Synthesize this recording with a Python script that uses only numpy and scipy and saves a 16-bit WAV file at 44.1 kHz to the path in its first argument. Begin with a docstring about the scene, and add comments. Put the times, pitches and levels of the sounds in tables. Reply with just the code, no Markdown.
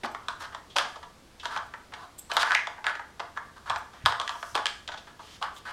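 """A dog at a puzzle tray

A dog noses hollow plastic bones about in a moulded tray on a rug in a tiled kitchen. The pieces knock,
slide and rattle in their wells, and the tray thuds on the rug. Fur brushes the plastic and a collar tag
tinkles. The hard room rings after every knock, over a faint steady rumble and hiss."""
import sys
import numpy as np
from scipy import signal
from scipy.fft import rfft, irfft
from scipy.io import wavfile

SR = 44100
rng = np.random.default_rng(int(sys.argv[2]) if len(sys.argv) > 2 else 0)


def transcribe(signal):
    """Save signal, clipped to [-1, 1], as a 16-bit WAV file at the path in sys.argv[1]."""
    frames = np.atleast_2d(signal).T
    limited = np.clip(frames, -1, 1)
    pcm = np.round(limited * 32767).astype(np.int16)
    wavfile.write(sys.argv[1], SR, pcm)


N = 252252
TIME = np.arange(N) / SR


def from_db(db):
    """Turn decibels into a number to multiply by."""
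    return 10 ** (np.asarray(db) / 20)


def rms_one(x):
    """Scale a sound so that its average level (rms) is 1."""
    return x / np.sqrt(np.mean(x ** 2) + 1e-20)


def at_hz(rows, hz):
    """Read between the rows of a table whose first column is frequency."""
    points, *columns = np.transpose(rows)
    return [np.interp(np.log(hz + 1e-9), np.log(points), c) for c in columns]


def band(x, low, high, order=2):
    """Keep the part of a sound between two frequencies in Hz."""
    sos = signal.butter(order, [low, min(high, SR / 2 - 1)], "band", fs=SR, output="sos")
    return signal.sosfilt(sos, x)


def add(out, s, sound):
    """Mix a sound in at a time in seconds."""
    start = max(round(s * SR), 0)
    out[start:start + len(sound)] += sound[:max(N - start, 0)]


def dying(t, t60):
    """A fade. Its ring time, t60, is the seconds it takes to fall 60 dB."""
    return np.exp(-np.log(1000) * t / t60)


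def resonate(x, hz, t60):
    """Make a sound ring at one pitch."""
    r = np.exp(-np.log(1000) / (t60 * SR))
    feedback = [1, -2 * r * np.cos(2 * np.pi * hz / SR), r * r]
    return signal.lfilter(np.array([1, 0, -1]) * (1 - r * r) / 2, feedback, x + 1e-18)


def ring_together(x, tones):
    """Make a sound ring at several pitches, every second one flipped in sign."""
    return sum((-1) ** k * from_db(db) * resonate(x, hz, t60) for k, (hz, db, t60) in enumerate(tones))


def burst(t60, first_touch=2.39, size=2600):
    """The force of one touch: a first contact, then a quick crunch of tiny ones."""
    force = rng.standard_normal(size) * dying(TIME[:size], t60)
    force[0] += first_touch
    return force


def struck(x, db, size=220):
    """Scale a ring so that its first 5 milliseconds have the given level."""
    return from_db(db) * x / np.sqrt(np.mean(x[:size] ** 2))


# The tone of the background. 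Each row: frequency in Hz, relative level in dB.
BACKGROUND_TONE = [(15, 11), (25, -5), (74, 1.5), (130, -6.5), (195, -6), (363, -8), (545, -10),
                   (887, -12.5), (2610, -19.5), (3520, -19.5), (4250, -20), (5140, -22), (8140, -26),
                   (14800, -33.5), (16000, -30)]

def background(level_db=-55):
    """Steady house rumble and microphone hiss."""
    db, = at_hz(BACKGROUND_TONE, np.fft.rfftfreq(N, 1 / SR))
    noise = irfft(rfft(rng.standard_normal(N)) * from_db(db), N)
    return from_db(level_db) * rms_one(band(noise, 25.6, 13000))


# The room's echo. Each row: frequency in Hz, dB against the direct sound, ring time in seconds.
ROOM_ECHO = [(149, -4, 0.4), (480, -3, 0.43), (970, -2.5, 0.36), (1610, -1.5, 0.41), (3500, -8, 0.39),
             (6340, -3.5, 0.42), (14300, -18.5, 0.74)]

def kitchen(first_echo_s=0.0024, build_s=0.00021, lumpy_db=4.0, count=16, size=22000):
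    """How a click carries from each place on the tray: directly, then off tiles and cupboards."""
    t = TIME[:size]
    arrival = 1 - np.exp(-np.maximum(t - first_echo_s, 0) / build_s)
    lumps = np.repeat(rng.standard_normal((count, size // 40 + 1)), 40, axis=1)[:, :size]
    unevenness = from_db(lumpy_db * lumps * dying(t, 0.091))   # early echoes stand out, later ones blur
    echoes = rng.standard_normal((2, count, size)) * arrival * unevenness
    places = np.zeros((count, size))
    edges_hz = np.geomspace(100, 18000, num=16)
    for k, (low, high) in enumerate(zip(edges_hz, edges_hz[1:])):
        db, t60 = at_hz(ROOM_ECHO, np.sqrt(low * high))
        tail = band(echoes[k % 2] * dying(t, t60), low, high, order=3)
        energy = np.sum(tail ** 2, axis=1, keepdims=True)
        places += from_db(db) * tail * np.sqrt(2 * (high - low) / SR / energy)
    places[:, 0] += 1   # the direct sound
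    return places


# Bumps on the rug. Each row: start in seconds, lowest pitch in Hz, strength in dB.
RUG_THUDS = [(.034, 237, -28.5), (1.572, 74.6, -52), (3.698, 80, -44), (4.04, 77, -32), (4.529, 78, -49)]
# Tones of the bending tray. Each row: multiple of the lowest pitch, relative dB, cycles to die away.
BENDING_TONES = [(1, 0, 19), (1.5, 8, 12.2), (2.75, -6.5, 18)]

def thuds(rise_s=0.0077, size=22000):
    """The whole tray bends and bumps softly into the rug."""
    out, t = np.zeros(N), TIME[:size]
    rise = 1 - np.exp(-t / rise_s)
    for s, lowest_hz, db in RUG_THUDS:
        for multiple, tone_db, cycles in BENDING_TONES:
            hz = lowest_hz * multiple
            tone = np.sin(2 * np.pi * hz * t) * dying(t, cycles / hz)
            add(out, s, from_db(db + tone_db) * tone * rise)
    return out


# The tag touches its ring. Each row: start in seconds, strength in dB.
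TAG_TINKLES = [(.115, -64), (1.666, -67), (2.182, -53), (2.187, -45.5), (2.192, -44), (2.335, -50),
               (3.78, -60)]
# The tag's tones. Each row: pitch in Hz, relative level in dB, ring time in seconds.
TAG_TONES = [(3500, -10, 0.0026), (7670, 1, .022), (8300, 0, .01), (9800, -6, 0.0017), (12750, -6, 0.084),
             (12600, -15, 0.014), (14700, -22, .008)]

def collar_tag(rub_t60=0.035):
    """A small metal tag rubs its ring and gives a short, high tinkle."""
    out = np.zeros(N)
    for s, db in TAG_TINKLES:
        for hz, tone_db, t60 in TAG_TONES:
            add(out, s, struck(resonate(burst(rub_t60), hz, t60), db + tone_db))
    return out


# Strokes of the muzzle. Each row: start and end in seconds, dB it swells to, centre pitch in Hz.
FUR_BRUSHES = [(0.392, 0.436, -48.5, 5500), (3.921, 4.054, -55, 1730), (4.197, 4.576, -52, 5560),
               (5.179, 5.397, -50, 3150), (5.537, 5.595, -54.5, 7000)]

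def brushes(grain_db=4, ring_cycles=12, air_db=4.5, swell_db=8):
    """Fur rubs on plastic: a grainy, swelling swish with airy noise around it."""
    for start, end, db, hz in FUR_BRUSHES:
        size = round((end - start) * SR)
        noise, grain = rng.standard_normal((2, size))
        friction = noise * from_db(grain_db * grain)
        swish = rms_one(resonate(friction, hz, ring_cycles / hz))
        air = from_db(air_db) * rms_one(band(friction, hz / 4, 1.8 * hz))
        swell = from_db(np.linspace(db - swell_db, db, size))
        yield start, swell * rms_one(swish + air) * signal.windows.tukey(size, 0.4)


# The walls' longer tones. Each row: pitch in Hz, dB against the direct sound, ring time in seconds.
WALL_TONES = [(693, -7, 0.14), (918, -10, 0.11), (1170, 0, 0.74), (1387, 3.5, 0.066), (1687, 0.5, 0.079),
              (3410, -10, 0.18)]

def tray_walls(x):
    """The walls of the tray ring on after a touch."""
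    return x + ring_together(x, WALL_TONES)


# The tray's low tones. Each row: pitch in Hz, relative level in dB, ring time in seconds.
BODY_TONES = [(289, -11, 0.039), (438, -11.5, 0.037), (610, -10.5, 0.018), (691.4, -4, 0.037),
              (880, 1.5, 0.02), (945, 2.5, 0.02), (1150, -8.5, 0.0087)]

def tray_body(force):
    """The body of the tray answers a force with a short, low ring."""
    return band(ring_together(force, BODY_TONES), 470, 1200)


def tray_share_db(hz, db_per_octave=-10, usual_hz=1116):
    """Pieces that sound higher move the tray less."""
    return db_per_octave * np.log2(max(hz / usual_hz, 1))


def scrape(seconds, first_db, last_db, chatter_hz, rasp_db, slips_per_s=5000, spread_db=2.5):
    """Many tiny slips shake a piece's shell and the tray; its edge adds rasp and hiss."""
    size = round(max(seconds, 0.01) * SR)
    slips = (rng.random(size) < slips_per_s / SR) * rng.choice([-1, 1], size)
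    slips = slips * from_db(spread_db * np.minimum(rng.exponential(1, size), 3))
    chatter = resonate(slips, chatter_hz, t60=0.0053)
    shell = rms_one(band(chatter, 0.74 * chatter_hz, 1.43 * chatter_hz))
    rasp = from_db(rasp_db) * rms_one(band(slips, 2820, 4910))
    hiss = from_db(rasp_db - 10) * rms_one(band(band(slips, 3760, 11200), 3200, 6400, order=1))
    body = from_db(tray_share_db(chatter_hz) - 5) * rms_one(tray_body(slips))
    level = from_db(np.linspace(first_db, last_db, size) - 2)
    return rms_one(shell + rasp + hiss + body) * level * signal.windows.tukey(size, 0.2)


# Pushes of the nose. Each row: start and end in seconds, final strength in dB, chatter pitch in Hz,
# rasp in dB against the chatter.
NOSE_PUSHES = [(0.032, 0.066, -33, 720, -4), (0.4, 0.463, -36, 1285, -8), (0.757, 0.795, -25, 818, -2),
               (1.428, 1.476, -35.5, 1210, -6.5), (1.503, 1.583, -34, 1290, -9.5),
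               (1.944, 2.061, -44, 1050, -9.5), (2.292, 2.384, -33, 1200, -7),
               (2.39, 2.435, -27, 1600, 4.5), (2.442, 2.55, -29, 1440, -11),
               (2.552, 2.585, -33.5, 1930, -49), (2.844, 2.907, -28.5, 1366, -16),
               (3.361, 3.381, -36, 1320, -16), (3.559, 3.585, -45, 1210, -9),
               (3.656, 3.724, -36, 1270, -11.5), (3.746, 3.778, -38, 1240, -9),
               (4.545, 4.568, -26.5, 930, -3), (5.187, 5.214, -50, 1120, -11),
               (5.412, 5.451, -30, 970, -12.5), (5.649, 5.718, -36, 1345, -9.5)]

def pushes(swell_db=3.5):
    """A piece slides along its well, growing louder as the nose leans in."""
    for start, end, db, chatter_hz, rasp_db in NOSE_PUSHES:
        yield start, scrape(end - start, db - swell_db, db, chatter_hz, rasp_db)


# A piece hits the wall of its well. Each row: start in seconds, strength in dB, clack pitch in Hz,
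# hardness in dB (harder is brighter).
PIECE_KNOCKS = [(0.035, -25.5, 1850, -15), (0.047, -20, 1090, -34), (0.148, -21, 1170, -19.5),
                (0.23, -52.5, 1150, -8), (0.284, -18.5, 1250, -7.5), (0.418, -36.5, 1170, -9),
                (0.524, -37, 1320, -16), (0.547, -24.5, 1160, -12.5), (0.7, -57, 1210, 10),
                (0.764, -14, 1060, -7), (0.768, -16.5, 1150, -3), (0.785, -11.5, 1350, -4),
                (0.958, -32.5, 1140, -11.5), (1.029, -31.5, 1130, -14.5), (1.398, -48.5, 1670, 9),
                (1.455, -19.5, 1170, -7.5), (1.563, -19, 1380, -18), (1.574, -24, 1120, -9),
                (1.738, -25, 1320, -21), (1.922, -35.5, 1340, -18), (1.937, -28.5, 1610, -9.5),
                (2.316, -20, 1520, -5.5), (2.368, -9, 1170, -7), (2.372, -18.5, 1040, -6),
                (2.421, -21.5, 1310, -2.5), (2.431, -10.5, 1300, -18), (2.508, -11, 1610, -21),
                (2.519, -11, 1490, -12.5), (2.548, -19, 1830, -1), (2.551, -5, 2080, -16.5),
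                (2.671, -20, 1360, -9), (2.779, -34.5, 1600, -34), (2.843, -20, 1460, -14.5),
                (2.867, -11.5, 1440, -10.5), (2.952, -25, 1620, -15), (2.995, -23, 1100, -25),
                (3.196, -25, 1100, -11), (3.201, -20.5, 1120, -14), (3.374, -21, 1130, -20.5),
                (3.698, -21, 1140, -4), (3.703, -13.5, 1160, -18.5), (3.76, -20.5, 1250, -14),
                (3.933, -40, 1170, -12.5), (4.053, -27, 1490, -5.5), (4.06, -5.5, 1180, -5.5),
                (4.067, -13.5, 1010, -11), (4.123, -14.5, 1080, -15), (4.199, -17, 1110, -5),
                (4.214, -20.5, 1200, -9), (4.277, -20, 1870, -6), (4.293, -17.5, 1157, -8.5),
                (4.353, -29, 1040, -20), (4.428, -20, 1170, -15.5), (4.553, -12, 1054, -7),
                (4.576, -19, 1230, -12.5), (4.657, -16, 1540, -2), (4.667, -20.5, 2270, 1),
                (4.877, -33, 1270, 4), (4.888, -24.5, 1340, -10.5), (4.918, -31, 1393, -6.5),
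                (4.939, -29, 1390, -12), (4.975, -41, 1100, 2.5), (5.07, -41, 1350, -11),
                (5.193, -35, 1090, -17.5), (5.426, -17.5, 1460, -11), (5.563, -45, 1150, 2.5)]

def knocks(firm_db=-29):
    """Each hit sounds the tray's body, the piece's hollow clack, its edge's click and a high snap."""
    for start, db, clack_hz, hard_db in PIECE_KNOCKS:
        body_db = db - 15 + tray_share_db(clack_hz)
        clack_db = db - 10
        click_db = db - 4.5 + hard_db
        snap_db = db - 17 + 0.83 * hard_db
        # Light touches drag on; strong ones are over at once.
        drag = np.exp(-0.13 * (max(body_db, clack_db, click_db) - firm_db))
        # Only the loudest snaps reach the top of the treble.
        top_hz = np.interp(snap_db, [-50, -36, -29], [8500, 9500, 14500])
        body = tray_body(burst(0.0087 * drag))
        clack = resonate(burst(0.012 * drag), clack_hz, t60=0.0048)
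        click = resonate(burst(0.016 * drag), hz=3297, t60=0.0033)
        snap = resonate(burst(0.016 * drag), hz=5700, t60=0.00096)
        yield start, (struck(body, body_db)
                      + struck(band(clack, 0.59 * clack_hz, 1.82 * clack_hz), clack_db)
                      + struck(band(click, 1810, 5970), click_db)
                      + struck(band(snap, 4100, top_hz), snap_db))


def rattles(above_db=-20, seconds=0.0543, fade_db=9):
    """After a strong knock the piece chatters at its own pitch until it lies still."""
    for start, db, clack_hz, hard_db in PIECE_KNOCKS:
        if db > above_db:
            first_db = db - 17.5
            yield start, scrape(seconds, first_db, first_db - fade_db, clack_hz, rasp_db=hard_db - 2)


def puzzle(places):
    """Each sound on the plastic takes the echo of the next place on the tray in turn."""
    out = np.zeros(N)
    for k, (start, sound) in enumerate([*knocks(), *pushes(), *brushes(), *rattles()]):
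        add(out, start, signal.fftconvolve(sound, places[k % len(places)]))
    return out


def scene():
    """The background, the thuds, the collar and the puzzle, heard from one spot in the kitchen."""
    places = kitchen()
    around = background() + signal.oaconvolve(thuds() + collar_tag(), places[0])[:N]
    return (around + puzzle(tray_walls(places)))[None]


def gain_control(x, threshold_db=-24.5, slope=0.67, recovery_db_per_s=2, sense_s=0.062):
    """Loud clatter turns the volume down; it creeps back afterwards."""
    r = np.exp(-1 / (sense_s * SR))
    power = signal.lfilter([1 - r], [1, -r], x[0] ** 2)
    level_db = 10 * np.log10(power + 1e-12)
    cut_db = slope * np.maximum(level_db - threshold_db, 0)
    recovery_db = recovery_db_per_s * TIME
    return x * from_db(recovery_db - np.maximum.accumulate(cut_db + recovery_db))


def record(dry, peak_limit=0.91, cutoff_hz=15850):
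    """Loud moments are turned down, peaks are rounded and the highest treble is cut away."""
    rounded = peak_limit * np.tanh(gain_control(dry) / peak_limit)
    treble_cut = signal.ellip(10, 0.1, 80, cutoff_hz, fs=SR, output="sos")
    return signal.sosfilt(treble_cut, rounded)


dry = scene()
out = record(dry)
transcribe(out)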